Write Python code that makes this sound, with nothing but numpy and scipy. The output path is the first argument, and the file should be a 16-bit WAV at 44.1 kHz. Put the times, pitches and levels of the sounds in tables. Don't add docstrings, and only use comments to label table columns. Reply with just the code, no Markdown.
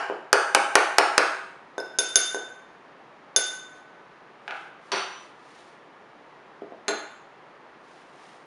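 import sys
import numpy as np
from scipy import signal
from scipy.fft import rfft, irfft
from scipy.io import wavfile
from scipy.ndimage import uniform_filter1d

SR = 44100
rng = np.random.default_rng(int(sys.argv[2]) if len(sys.argv) > 2 else 0)


def bounce(signal):
    frames = np.transpose(np.atleast_2d(signal))
    limited = np.clip(frames, -1, 1)
    pcm = np.round(limited * 32767).astype(np.int16)
    wavfile.write(sys.argv[1], SR, pcm)


N = 373080
LEAD = SR // 2
RING_TIME = np.arange(SR) / SR

# (t/s, level/dB, snap offset/dB)
KNOCKS = [(-.125, 15, -12), (0.3293, 16, 0.5), (0.5485, 14.5, 3), (0.7543, 17.5, -1), (0.9837, 16, -0.5),
          (1.1792, 15, -1)]
# (f/Hz, level/dB)
SNAP_COLOUR = [(200, -27), (1000, -15), (2200, 1), (3700, -3.5), (5200, 5), (7000, -1.5), (8800, 2),
               (11000, -4)]
# (f/Hz, level/dB)
KNOCK_COLOUR = [(60, -37), (190, -37.5), (290, -13.5), (450, -6), (620, -7.5), (830, -3), (1000, -10.5),
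                (1450, -1.5), (2100, -10.5), (3000, -11), (3700, -23.5), (4500, -12), (6500, -20),
                (10500, -29.5)]
# (f/Hz, level/dB, t60/s)
TABLE_MODES = [(382, -5, 0.65), (466, -4, 0.66), (532.5, -7, 0.15), (670, -4.5, 0.6), (694, 0, 0.24),
               (810, 8, 0.16), (941, -3, 0.96), (1086.4, -1, 0.73), (1158, -0.5, 0.46), (1256, -5, 0.18),
               (1350, -9, 0.5), (1430, -10.5, 0.22), (1484, -3.5, 0.56), (1686, -0.5, .2)]
# (f/Hz, level/dB, t60/s)
ECHO_BANDS = [(120, -14, .35), (344, 9, 0.31), (710, 5.5, 0.52), (1260, 4, .7), (2800, 0, 0.66),
              (5080, -7.5, 0.47), (7900, -6, 0.61), (12000, -9.5, 0.39)]
# (f/Hz, level/dB)
ROOM_TONE_COLOUR = [(15, -48), (25, -23), (91, -22.5), (152, -5.5), (202, -8), (376, -1.5), (526, -3.5),
                    (927, -2), (1000, -3), (1170, -3), (1550, -8), (1720, -7), (2230, -12.5), (9710, -40.5),
                    (11900, -55), (15500, -81.5), (22000, -120)]
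# (t/s, level/dB)
NUDGES = [(.099, 0.5)]
# (f/Hz, level/dB)
THUD_COLOUR = [(80, -46), (200, -18), (370, 1.5), (650, -1), (1000, -5.5), (2000, -24), (4000, -40),
               (10000, -57.5)]
# (t/s, ring level/dB, thud level/dB)
CLINKS = [(1.7806, -13.5, -2), (1.987, 11.5, -6), (2.1571, 16.5, -4.5), (2.3457, -9.5, -3),
          (3.3626, 14, -6.5)]
# (f/Hz, level/dB, t60/s)
BOWL_MODES = [(3584, -4, .3), (3592, -4, .14), (6372, 3, .11), (6379, 3, .25), (9802, -3, .1),
              (9812, -3, .18), (4840, -10, .1), (5090, -15, .06), (5400, -17, .06), (6591, -8, .06),
              (6700, -10, .05), (6864, -11, .06), (8990, -20, .08), (11040, -12, .1)]
# (f/Hz, level/dB)
SCRATCH_COLOUR = [(200, -37.5), (450, -14.5), (1000, -10), (2500, -5.5), (4300, -2), (5100, 7), (5900, 1.5),
                  (6800, 7), (8000, -7.5), (9500, -3), (11000, -13.5)]
# (t/s, level/dB)
REBOUNDS = [(1.8016, -12)]
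# (f/Hz, level/dB, t60/s)
HELD_SPOON_MODES = [(2750, -17, .02), (5150, 0, .045), (8900, -20, .06), (11080, -11, .06)]
# (middle t/s, half length/s, level/dB)
BRUSHES = [(3.779, .035, -63), (4.578, 0.079, -59), (4.878, .04, -61.5), (5.217, 0.063, -59),
           (5.577, 0.12, -58), (7.955, .08, -61.5), (8.271, 0.11, -58.5)]
# (f/Hz, level/dB)
CLOTH_COLOUR = [(500, -22), (1500, 4), (4000, 1), (6000, -4), (9000, -6.5), (11000, -16)]
# (t/s, level/dB)
TAPS = [(4.4788, -6.5), (4.5088, -7.5)]
# (f/Hz, level/dB)
TAP_COLOUR = [(120, -52), (200, -31), (294, -19), (336, -29), (372, -19), (511, -17), (832, -0.5),
              (1000, -15), (1090, -17), (1200, -5), (1630, 1), (1860, -14), (2200, -6.5), (2930, -10),
              (11000, -44), (14300, -84), (22000, -120)]
# (t/s, level/dB)
CHATTER = [(4.9178, 0), (4.932, -9.5), (4.958, -7.5), (4.976, -14.5)]
# (f/Hz, level/dB)
CHATTER_COLOUR = [(88, -48), (150, -23), (375, -19), (528, -11), (716, -8), (1250, -4.5), (1790, -9),
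                  (4480, -7.5), (5080, -11.5), (5970, -7), (6300, -17), (11000, -35), (14300, -73),
                  (22000, -120)]
# (f/Hz, level/dB, t60/s)
LOOSE_SPOON_MODES = [(382, -4, 0.16), (4550, 5.5, 0.055), (5900, 0.5, 0.47), (8700, -6, 0.11),
                     (8915, -7, 0.19), (10900, -23, .2)]
# (t/s, level/dB)
ROCKS = [(6.6205, -8), (6.7215, -12.5), (6.8814, -10)]
# (f/Hz, level/dB)
ROCK_COLOUR = [(80, -35.5), (200, -12), (300, -1.5), (390, 0), (520, -6), (700, -3.5), (1000, -19),
               (2000, -30), (4000, -50), (10000, -64)]
# (t/s, level/dB)
BUMPS = [(6.8814, 2), (6.891, -6.5), (6.908, -10.5)]
# (f/Hz, level/dB)
BUMP_COLOUR = [(60, -40), (150, -28), (330, 0), (850, -6), (1400, -5.5), (2500, -10.5), (4500, -11.5),
               (6000, -20), (7200, -8.5), (11000, -49)]
# (f/Hz, level/dB, t60/s)
BOWL_PAIR_MODES = [(850, -3, .1), (1299, -6, .06), (1465, -4, .08), (1685, -6, .08), (7480, -4, .08),
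                   (9770, -8, .08), (3569, -9, .08), (4098, 0, .18), (4212, -1, .12), (6414, 1, .24),
                   (6540, -6, .1)]


def undb(db):
    return 10 ** (np.asarray(db) / 20)


def unit(x):
    return x / np.sqrt(np.sum(x ** 2))


def gains(points, size):
    hz, db = np.transpose(points)
    bin_hz = np.maximum(np.arange(size // 2 + 1) * SR / size, 1)
    return undb(np.interp(np.log(bin_hz), np.log(hz), db))


def noise(colour):
    x = irfft(rfft(rng.standard_normal(N)) * gains(colour, N), N)
    return x / np.std(x)


def fade(t60):
    return np.exp(-np.log(1000) * RING_TIME / t60)


def crack(colour, grit, t60, size=2048):
    cepstrum = irfft(np.log(gains(colour, size)))[:size // 2]
    cepstrum[1:] *= 2
    body = irfft(np.exp(rfft(cepstrum, size)))
    force = grit * unit(rng.standard_normal(2 * size) * fade(t60)[:2 * size])
    force[0] += 1
    spectrum = rfft(force)
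    smooth_power = uniform_filter1d(np.abs(spectrum) ** 2, size=16)
    flat_force = irfft(spectrum / np.sqrt(smooth_power))[:size]
    blow = signal.fftconvolve(flat_force, body)
    return unit(np.pad(blow, (0, SR))[:SR])


def ring(modes, contact_hz=np.inf):
    out = 0
    for hz, db, t60 in modes:
        mode = unit(np.cos(2 * np.pi * hz * RING_TIME) * fade(t60))
        out = out + mode * undb(db) / np.hypot(1, (hz / contact_hz) ** 2)
    return unit(out)


def add(track, s, sound):
    start = LEAD + int(s * SR)
    track[start:start + len(sound)] += sound[:len(track) - start]


def blows(events, colour, grit, t60, modes=None, ring_db=0):
    track = np.zeros(LEAD + N)
    for s, db in events:
        add(track, s, undb(db) * crack(colour, grit, t60))
        if modes is not None:
            add(track, s, undb(db + ring_db) * ring(modes))
    return track


def spoon_knocks(snap_db=-5, table_db=-10, foot_delay_s=.0015):
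    track = np.zeros(LEAD + N)
    for s, db, snap_offset_db in KNOCKS:
        add(track, s, undb(db + snap_offset_db + snap_db) * crack(SNAP_COLOUR, grit=2.4, t60=.0065))
        add(track, s + foot_delay_s / 2, undb(db) * crack(KNOCK_COLOUR, grit=.91, t60=.01926))
        add(track, s + foot_delay_s, undb(db + table_db) * ring(TABLE_MODES))
    return track


def kitchen_echo(build_s=.0036, diffuse_hz=3000):
    hz, db, t60 = np.transpose(ECHO_BANDS)
    spectrum = rfft(rng.standard_normal(SR))
    octave = np.log2(np.maximum(np.arange(len(spectrum)), 1))
    tail = 0
    for share, band_db, band_t60 in zip(np.eye(len(hz)), db, t60):
        band = irfft(spectrum * np.interp(octave, np.log2(hz), share), SR)
        tail = tail + undb(band_db) * band * unit(fade(band_t60))
    spectrum = rfft(tail, 2 * SR)
    power = np.abs(spectrum) ** 2
    ripple = uniform_filter1d(power, size=40) / uniform_filter1d(power, size=1200)
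    diffuse = np.minimum(np.arange(len(power)) / 2 / diffuse_hz, 1)
    tail = irfft(spectrum / np.sqrt(ripple) ** diffuse)[:SR]
    return tail * (1 - np.exp(-RING_TIME / build_s))


def room_tone(level_db=-50.5):
    return undb(level_db) * noise(ROOM_TONE_COLOUR)


def foot_thuds():
    pushes = NUDGES + [(s, thud_db) for s, _, thud_db in CLINKS]
    return blows(pushes, THUD_COLOUR, grit=.2, t60=.05)


def rim_clinks(cutoff_at_0db_hz=5393, db_per_octave=11, scratch_db=-7):
    track = np.zeros(LEAD + N)
    for s, db, _ in CLINKS:
        contact_hz = cutoff_at_0db_hz * 2 ** (db / db_per_octave)
        scratch = undb(scratch_db) * crack(SCRATCH_COLOUR, grit=2.9, t60=.022)
        add(track, s, undb(db) * (ring(BOWL_MODES, contact_hz) + scratch))
    for s, db in REBOUNDS:
        scratch = undb(-15) * crack(SCRATCH_COLOUR, grit=2.45, t60=.015)
        add(track, s, undb(db) * (ring(HELD_SPOON_MODES) + scratch))
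    return track


def rim_hum(held_hz=1516, free_hz=1506, held_t60=.11, gripped_t60=.32, loose_t60=1.76, let_go_s=3.3):
    track = np.zeros(LEAD + N)
    for s, db, _ in CLINKS:
        held = ring([(held_hz, 0, held_t60)])
        free_t60 = gripped_t60 if s < let_go_s else loose_t60
        free = undb(-8) * np.sqrt(free_t60) * ring([(free_hz, 0, free_t60)])
        hum_db = -3 + .17 * db
        add(track, s, undb(hum_db) * (held + free))
    return track


def sleeves(flutter_db=1.0):
    t = np.arange(N) / SR
    swell = sum(undb(db) * np.exp(-((t - s) / half_s) ** 2 / 2) for s, half_s, db in BRUSHES)
    flutter = uniform_filter1d(rng.standard_normal(N), size=400)
    return swell * undb(flutter_db * flutter / np.std(flutter)) * noise(CLOTH_COLOUR)


def dish_taps():
    return blows(TAPS, TAP_COLOUR, grit=.96, t60=.03)


def spoon_chatter():
    return blows(CHATTER, CHATTER_COLOUR, grit=3.1, t60=.046, modes=LOOSE_SPOON_MODES, ring_db=-5)


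def bowl_rocks():
    return blows(ROCKS, ROCK_COLOUR, grit=.61, t60=.029)


def bowl_bumps():
    return blows(BUMPS, BUMP_COLOUR, grit=4, t60=.04, modes=BOWL_PAIR_MODES)


def scene():
    walls = kitchen_echo()

    def at_mic(track, echo_db):
        echo = signal.oaconvolve(track, walls)[:len(track)]
        return (track + undb(echo_db) * echo)[LEAD:]

    mix = at_mic(spoon_knocks(), echo_db=-2) + room_tone()
    mix += at_mic(foot_thuds(), echo_db=-3)
    mix += at_mic(rim_clinks(), echo_db=2)
    mix += at_mic(rim_hum(), echo_db=0)
    mix += sleeves()
    mix += at_mic(dish_taps(), echo_db=3)
    mix += at_mic(spoon_chatter(), echo_db=8)
    mix += at_mic(bowl_rocks(), echo_db=-5)
    mix += at_mic(bowl_bumps(), echo_db=.5)
    return mix[None]


def record(dry, notch_hz=7900, notch_q=7, notch_depth=.6, mic_top_hz=10900, top_hz=16000):
    notched = signal.lfilter(*signal.iirnotch(notch_hz, notch_q, fs=SR), dry)
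    port = dry + notch_depth * (notched - dry)
    narrow = signal.sosfilt(signal.butter(18, mic_top_hz, fs=SR, output="sos"), port)
    clipped = np.clip(narrow, -1, 1)
    rounded = signal.sosfilt(signal.butter(2, 13000, fs=SR, output="sos"), clipped)
    return signal.sosfilt(signal.ellip(8, .2, 70, top_hz, fs=SR, output="sos"), rounded)


dry = scene()
out = record(dry)
bounce(out)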